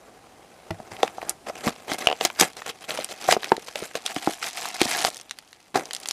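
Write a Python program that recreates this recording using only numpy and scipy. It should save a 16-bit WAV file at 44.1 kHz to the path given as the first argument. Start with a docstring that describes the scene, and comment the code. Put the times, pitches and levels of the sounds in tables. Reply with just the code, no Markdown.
"""A small quiet room, close to a table: hands lift a cardboard box, pry it open and drag out a foil bag.
Card and foil rub in dense stick-slip grains; fingers knock panels and cavity into short hollow rings.
A stiff flap clacks free and judders. Creases buckle with sharp snaps.
The empty box is put down and the bag crackles on in the fingers."""
import sys
import numpy as np
from scipy import signal
from scipy.fft import rfft, irfft
from scipy.io import wavfile
from scipy.ndimage import uniform_filter1d

SR = 44100
rng = np.random.default_rng(int(sys.argv[2]) if len(sys.argv) > 2 else 0)


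def log_audio(samples):
    """Write samples as a 16-bit WAV file to the path given in sys.argv[1]."""
    # one column per channel
    frames = np.atleast_2d(samples).T
    # limit to full scale, then quantise
    limited = np.clip(frames, -1, 1)
    pcm = np.round(limited * 32767).astype(np.int16)
    wavfile.write(sys.argv[1], SR, pcm)


N = 269892

# room tone spectrum: f/Hz, level/dB
ROOM_SPECTRUM = [(20, -21), (35, -8.5), (120, -11), (300, -9), (560, -13), (740, -8.5), (1480, -21),
                 (8800, -27.5), (9640, -24.5), (11000, -32.5), (15000, -38.5)]
# room tone envelope: t/s, level/dB
ROOM_ENVELOPE = [(0, -55.5), (1.4, -52), (2.6, -57), (6.12, -60.5)]
# surface hiss spectrum: f/Hz, level/dB
HISS_SPECTRUM = [(300, -37.5), (600, -26), (1200, -4), (2300, -0.5), (4500, -4.5), (7000, -5),
                 (10000, -8.5), (13000, -14), (15000, -16.5)]
# box body spectrum: f/Hz, level/dB
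BODY_SPECTRUM = [(50, -29), (120, -13.5), (230, -5), (450, -0.5), (590, -1), (770, 2.5), (940, -9),
                 (1250, -7.5), (2200, -16), (5000, -70.5)]
# light hand contact between strokes: t/s, hiss/dB, body re hiss/dB
HAND_CONTACT = [(0.62, -61.5, 8), (0.95, -55.5, 6), (1.25, -50, 2.5), (1.39, -74, 11), (1.6, -51, 2),
                (1.8, -53.5, 4), (2.35, -48, -3.5), (2.77, -58.5, 1.5), (3.0, -50.5, -1), (3.4, -48.5, -1),
                (3.95, -52.5, -2), (4.4, -49.5, -7), (4.95, -45.5, -7), (5.15, -52, 0), (5.28, -62.5, -1),
                (5.72, -64.5, -6), (5.92, -51, 1.5), (6.12, -47, -1.5)]
# strokes of fingers, card and foil: start/s, length/s, hiss/dB
RUB_STROKES = [(0.911, 0.038, -48), (0.991, 0.086, -44.5), (1.26, .055, -47), (1.467, 0.032, -42.5),
               (1.556, 0.064, -46.5), (1.638, 0.054, -32), (1.883, 0.062, -35), (1.983, 0.074, -38),
               (2.213, 0.049, -32), (2.571, 0.022, -41), (2.663, 0.036, -35), (2.811, 0.039, -46.5),
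               (2.888, 0.064, -36.5), (2.975, 0.053, -37.5), (3.095, 0.033, -41), (3.215, .065, -40),
               (3.283, 0.056, -28.5), (3.424, 0.078, -43), (3.672, 0.015, -42.5), (3.765, 0.094, -44),
               (3.948, 0.028, -41), (4.043, 0.081, -42), (4.147, 0.035, -40.5), (4.217, .12, -40.5),
               (4.42, 0.064, -35), (4.554, 0.15, -39), (4.738, 0.03, -39.5), (4.799, 0.28, -31.5)]
# quick slides of card: peak/s, rise/s, fall/s, hiss/dB, body/dB
CARD_SLIDES = [(1.05, 0.0065, .015, -45, -31), (1.678, .005, 0.013, -39, -36),
               (2.252, .002, 0.0059, -13, -43), (2.4, 0.0065, .005, -13.5, -23),
               (2.41, .002, 0.0036, -7, -29.5), (2.427, .0057, 0.017, -15.5, -18),
               (3.312, .008, .005, -15.5, -27), (3.327, .002, 0.007, -14, -15)]
# empty box landing, edge then face: t/s, hiss/dB, body/dB
BOX_LANDINGS = [(5.744, -35, -25.5), (5.759, -25.5, -18.5)]
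# table modes: f/Hz, level/dB, 60 dB decay/cycles
TABLE_MODES = [(111, -0.5, 18), (168, -0.5, 17), (290, -6.5, 33), (344, -7, 32.5), (617, 2.5, 38.5),
               (720, 1, 23), (1430, -38, 36)]
# dull bumps on the table: t/s, level/dB
TABLE_BUMPS = [(0.7062, -24), (0.7926, -41), (0.917, -36)]
# card panel modes: frequency ratio, level/dB, 60 dB decay/cycles
PANEL_MODES = [(1, -3.5, 20), (1.17, 2.5, 6), (1.55, -11.5, 15), (2.3, -15, 15.5)]
# air and wall modes of the whole box: frequency ratio, level/dB, 60 dB decay/cycles
CAVITY_MODES = [(1, 4.5, 7.5), (.7, -9.5, 7), (1.35, -16, 15.5)]
# fingers, flaps and contents hitting the box: t/s, panel/dB, cavity/dB, cavity f/Hz
BOX_KNOCKS = [(0.801, -31, -39, 210), (1.032, -11, -12.5, 473), (1.1826, -25.5, -53, 447),
              (1.2285, -26, -46, 370), (1.4994, -25.5, -33, 476), (1.6689, -27, -16.5, 223),
              (1.682, -26.5, -24, 263), (1.9172, -25.5, -23.5, 330), (2.071, -12.5, -25, 453),
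              (2.2111, -23.5, -25, 450), (2.2503, -18, -24.5, 350), (2.4122, -21, -15.5, 360),
              (2.4226, -19, -24, 198), (2.9884, -27, -25.5, 480), (3.2883, -10.5, -24, 500),
              (3.3244, -15, -28, 493), (3.3662, -19, -20, 404), (3.5185, -6, -9.5, 371),
              (3.579, -35, -27, 406), (3.7561, -26.5, -39.5, 420), (3.8232, -39, -26, 353),
              (3.953, -27.5, -22.5, 435), (4.1643, -24.5, -23.5, 290), (4.2741, -14, -14.5, 324),
              (4.2935, -26, -29.5, 400), (4.815, -17.5, -11.5, 354), (4.856, -24.5, -27, 251),
              (5.0489, -13, -40, 440), (5.082, -25.5, -45, 437), (5.7558, -14.5, -25, 390)]
# filter on all creases: f/Hz, gain/dB
CREASE_SPECTRUM = [(80, -32.5), (300, 4), (750, 10), (1300, 2.5), (2900, -1), (7000, -2.5), (11000, -2),
                   (15000, -10.5)]
# fingers crumpling the foil: start/s, length/s, typical crease/dB
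FOIL_SQUEEZES = [(4.427, .3, -32.5), (4.822, .26, -23), (5.1, .12, -29), (5.28, .35, -51.5),
                 (5.921, .045, -24), (6.001, .11, -31)]
# single creases of foil and card: t/s, level/dB, centre f/Hz
CREASE_SNAPS = [(0.708, -27, 1890), (0.967, -32, 2400), (1.0307, -12, 3600), (1.078, -25, 2600),
                (1.2169, -28.5, 1550), (1.2948, -9.5, 7800), (1.677, -19, 1900), (1.9175, -18, 2620),
                (1.935, -20, 5950), (2.072, -12.5, 3000), (2.2104, -15, 2220), (2.251, -5, 5630),
                (2.3012, -25.5, 1390), (2.3994, -6, 7900), (2.4116, -5.5, 5470), (2.6196, -28.5, 1810),
                (2.9068, -17.5, 2970), (3.0451, -16, 5500), (3.3243, -7.5, 4200), (3.432, -22.5, 2460),
                (3.4442, -18.5, 3020), (3.5194, -16.5, 1700), (3.5668, -25, 3430), (3.7569, -20.5, 2320),
                (3.9537, -20, 2620), (4.0627, -13, 3730), (4.1629, -21.5, 3470), (4.428, -22.5, 2400),
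                (4.442, -21, 2750), (4.8156, -6.5, 3700), (4.9892, -18.5, 4140), (5.0491, -9, 3480),
                (5.2955, -33.5, 3900), (5.3103, -20, 3780), (5.3876, -28, 4740), (5.5299, -35, 3060),
                (5.856, -27, 5000), (5.9091, -24, 2900), (5.9493, -19, 5100), (6.0585, -24.5, 3020),
                (6.0873, -14.5, 6330), (6.1103, -13.5, 5000)]

JUDDER_TIMES_S = 2.0868 + .0134 * np.arange(4)  # catches of the freed flap


def undb(db):
    """Decibels to gain."""
    return 10 ** (np.asarray(db) / 20)


def unit(x):
    """Scale to unit rms."""
    return x / np.sqrt(np.mean(x ** 2))


def unit_peak(x, size):
    """Scale the loudest window of size samples to unit rms."""
    return x / np.sqrt(uniform_filter1d(x ** 2, size, mode="constant").max())


def curve(rows):
    """Interpolate each column linearly over time."""
    times_s, *columns = np.transpose(rows)
    return [np.interp(np.arange(N) / SR, times_s, column) for column in columns]


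def swell(t, rise_s, hold_s, fall_s):
    """Exponential rise to one at t = 0, hold, exponential fall."""
    return np.exp(-np.clip(np.maximum(-t / rise_s, (t - hold_s) / fall_s), 0, 20))


def wander(size):
    """Random drift, correlated over size samples."""
    return np.clip(unit(uniform_filter1d(rng.standard_normal(N), size)), -2, 2)


def add(track, at_s, sound):
    """Mix sound into track."""
    i = max(int(at_s * SR), 0)
    track[i:i + len(sound)] += sound[:max(N - i, 0)]


def colour(x, spectrum, size=2048):
    """Minimum-phase filter from rows of f/Hz, gain/dB."""
    hz, db = np.transpose(spectrum)
    bins_hz = np.maximum(np.fft.rfftfreq(size, 1 / SR), 1)
    gain = undb(np.interp(np.log(bins_hz), np.log(hz), db))
    cepstrum = irfft(np.log(gain))
    cepstrum[1:size // 2] *= 2
    cepstrum[size // 2 + 1:] = 0
    return signal.fftconvolve(x, irfft(np.exp(rfft(cepstrum))))[:len(x)]


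def resonance(x, hz, q):
    """Two-pole band-pass, unity gain at centre."""
    w = 2 * np.pi * min(hz, SR / 3) / SR
    a = np.sin(w) / (2 * q)
    return signal.lfilter([a, 0, -a], [1 + a, -2 * np.cos(w), 1 - a], x)


def ring(modes, pitch_hz=1, detune=.067, contact_s=.00031, size=4096):
    """Struck modes, detuned by the grip; soft contact rounds the attack."""
    t = np.arange(size) / SR
    ratio, db, cycles = np.transpose(modes)[:, :, None]
    hz = ratio * pitch_hz * (1 + detune * rng.standard_normal(ratio.shape))
    partials = undb(db) * np.cos(2 * np.pi * hz * t) * np.exp(-np.log(1000) * t * hz / cycles)
    return unit_peak(partials.sum(0) * (1 - np.exp(-t / contact_s)), size=110)


def room_tone():
    """Faint low noise, level drifting slowly."""
    return undb(curve(ROOM_ENVELOPE)[0]) * unit(colour(rng.standard_normal(N), ROOM_SPECTRUM))


def reflections(x, wet_db=-17, t60_s=.12, first_s=.00529, cutoff_hz=4000, size=16384):
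    """Table and near walls add a short, duller tail."""
    t = np.arange(size) / SR
    tail = rng.standard_normal(size) * np.exp(-np.log(1000) * t / t60_s) * (t > first_s)
    tail = signal.sosfilt(signal.butter(1, cutoff_hz, fs=SR, output="sos"), tail / np.linalg.norm(tail))
    return x + undb(wet_db) * signal.fftconvolve(x, tail)[:N]


def rubbing_db(attack_s=.005, release_s=.0096, swell_db=1.5, hop=32):
    """Hiss level: light contact plus strokes that press harder toward their end."""
    t = np.arange(N) / SR
    coarse_s = t[::hop]
    power = undb(curve(HAND_CONTACT)[0][::hop]) ** 2
    for start_s, length_s, db in RUB_STROKES:
        age_s = coarse_s - start_s
        pressure_db = swell_db * (np.clip(age_s / length_s, 0, 1) - .5)
        power += (undb(db + pressure_db) * swell(age_s, attack_s, length_s, release_s)) ** 2
    return np.interp(t, coarse_s, 10 * np.log10(power))


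def stick_slip(slips_per_s=2600, scatter_db=4, catch_db=3.5, noise_gain=.47):
    """Tiny slips over smooth noise, bunched by catching and letting go."""
    sizes = undb(scatter_db * np.clip(rng.standard_normal(N), -2, 2)) * np.sign(rng.standard_normal(N))
    impulses = unit(sizes * (rng.random(N) < slips_per_s / SR))
    return (impulses + noise_gain * rng.standard_normal(N)) * undb(catch_db * wander(size=180))


def flex(x, depth_db=4.5, q=6):
    """Sheet resonances come and go as it bends."""
    return sum(resonance(x, hz, q) / hz ** .25 * undb(depth_db * wander(size=900))
               for hz in np.geomspace(900, 14000, 14))


def rim_drag(slips, hiss_db, start_s=4.05, length_s=1.07, fade_s=.048, re_hiss_db=-6.5, hz=689, q=4.7):
    """The bag drags over the open rim; a panel sings."""
    gate = swell(np.arange(N) / SR - start_s, fade_s, length_s, fade_s)
    return undb(hiss_db + re_hiss_db) * gate * unit(resonance(resonance(slips, hz, q), hz, q))


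def friction(hiss_db, landing_rise_s=.0009, landing_fall_s=.026):
    """Slips drive surface hiss, box body and rim; slides and landings add bursts."""
    t = np.arange(N) / SR
    hiss_gain = undb(hiss_db)
    body_gain = undb(hiss_db + curve(HAND_CONTACT)[1])
    landings = [(at_s, landing_rise_s, landing_fall_s, *levels_db) for at_s, *levels_db in BOX_LANDINGS]
    for at_s, rise_s, fall_s, surface_db, body_db in CARD_SLIDES + landings:
        burst = swell(t - at_s, rise_s, 0, fall_s)
        hiss_gain = np.hypot(hiss_gain, undb(surface_db) * burst)
        body_gain = np.hypot(body_gain, undb(body_db) * burst)
    slips = stick_slip()
    hiss = hiss_gain * unit(colour(flex(slips), HISS_SPECTRUM))
    body = body_gain * unit(colour(slips, BODY_SPECTRUM))
    return hiss + body + rim_drag(slips, hiss_db)


def table_bumps():
    """Bumps ring the table modes."""
    out = np.zeros(N)
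    for at_s, db in TABLE_BUMPS:
        add(out, at_s, undb(db) * ring(TABLE_MODES, size=12000))
    return out


def box_knocks(ref_hz=747, ref_db=-21, octaves_per_db=.009, rattle_db=-19, settle_s=.009, size=4096):
    """Knocks and flap catches ring panel and cavity and rattle the loose flaps."""
    out = np.zeros(N)
    settle = np.exp(-np.arange(size) / SR / settle_s)
    catches = [(at_s, -21, -28, 464) for at_s in JUDDER_TIMES_S]  # columns as BOX_KNOCKS
    for at_s, panel_db, cavity_db, cavity_hz in BOX_KNOCKS + catches:
        panel_hz = ref_hz * 2 ** (octaves_per_db * (panel_db - ref_db))  # harder knock, tighter panel
        rattle = undb(rattle_db) * unit(colour(rng.standard_normal(size), BODY_SPECTRUM)) * settle
        add(out, at_s, undb(panel_db) * (ring(PANEL_MODES, panel_hz, contact_s=.0007) + rattle))
        # enclosed air: slower, opposite in sign
        add(out, at_s, -undb(cavity_db) * ring(CAVITY_MODES, cavity_hz, contact_s=.003))
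    return out


def flap(clack_s=2.0716, clack_db=-6.5, catch_db=-24.5, hz=2880):
    """The thumb breaks the stiff flap free; each catch rings it again."""
    out = np.zeros(N)
    catches = [(at_s, catch_db) for at_s in JUDDER_TIMES_S]
    for at_s, db in [(clack_s, clack_db)] + catches:
        add(out, at_s, undb(db) * ring(PANEL_MODES, hz, detune=.037, contact_s=.00048))
    return out


def crease(hz, flip_cycles=2.63, click=2.7, flutter_s=.0066, flutter_db=-18,
           broadband_db=-15, facet_db=-2, spread_octaves=.47, size=1024):
    """A crease flips, rings its facet and two neighbours, and leaves the sheet fluttering."""
    t = np.arange(size) / SR
    envelope = np.exp(-t * hz / flip_cycles) + undb(flutter_db) * np.exp(-t / flutter_s)
    force = rng.standard_normal(size) * envelope
    force[0] += click
    octaves = np.append(0, spread_octaves * rng.standard_normal(2))
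    facets = sum(resonance(force, hz * 2 ** offset, q=8) / (1 + abs(offset)) for offset in octaves)
    crack = resonance(resonance(force, hz, q=.5), hz, q=.5) + undb(broadband_db) * force
    return unit_peak(crack + undb(facet_db) * facets, size=44)


def crackle(hiss_db, re_hiss_db=6, scatter_db=3.5, limit_db=-26, centre_hz=4700, octaves=.7, count=650):
    """Small creases give way at random, densest as the bag is drawn out; level follows the rubbing."""
    out = np.zeros(N)
    times_s = rng.triangular(1.2, 4.9, 6.6, count)
    for at_s, (strength, pitch) in zip(times_s, np.clip(rng.standard_normal((count, 2)), -2, 2)):
        typical_db = hiss_db[min(int(at_s * SR), N - 1)] + re_hiss_db
        db = min(typical_db + scatter_db * strength, limit_db + strength)
        add(out, at_s, undb(db) * crease(centre_hz * 2 ** (octaves * pitch), flip_cycles=4.7, click=1.2))
    return out


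def crumples(creases_per_s=65, scatter_db=3.5, centre_hz=4580, octaves=.38):
    """Squeezed foil gives way crease by crease at uneven gaps."""
    out = np.zeros(N)
    for start_s, length_s, db in FOIL_SQUEEZES:
        for slot_s in np.arange(start_s, start_s + length_s, 1 / creases_per_s):
            strength, pitch = np.clip(rng.standard_normal(2), -2, 2)
            tick = undb(db + scatter_db * strength) * crease(centre_hz * 2 ** (octaves * pitch))
            add(out, slot_s + rng.random() / creases_per_s, tick)
    return out


def snaps(catch_db=-26.5, catch_hz=1720):
    """The loudest creases snap over singly; each flap catch ticks."""
    out = np.zeros(N)
    catches = [(at_s, catch_db, catch_hz) for at_s in JUDDER_TIMES_S]
    for at_s, db, hz in CREASE_SNAPS + catches:
        add(out, at_s, undb(db) * crease(hz))
    return out


def scene():
    """Rubbing, knocks and creases over room tone, mono."""
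    hiss_db = rubbing_db()
    background = room_tone()
    handling = friction(hiss_db) + box_knocks() + table_bumps() + flap()
    creases = colour(snaps() + crackle(hiss_db) + crumples(), CREASE_SPECTRUM)
    return (background + reflections(handling + creases))[None]


def record(dry, highpass_hz=45, clip_level=.86, lowpass_hz=15000):
    """Microphone: bass cut, overload on the sharpest peaks, steep top cut."""
    thinned = signal.sosfilt(signal.butter(1, highpass_hz, "high", fs=SR, output="sos"), dry)
    clipped = np.clip(thinned, -clip_level, clip_level)
    return signal.sosfilt(signal.ellip(12, .2, 80, lowpass_hz, fs=SR, output="sos"), clipped)


dry = scene()
out = record(dry)
log_audio(out)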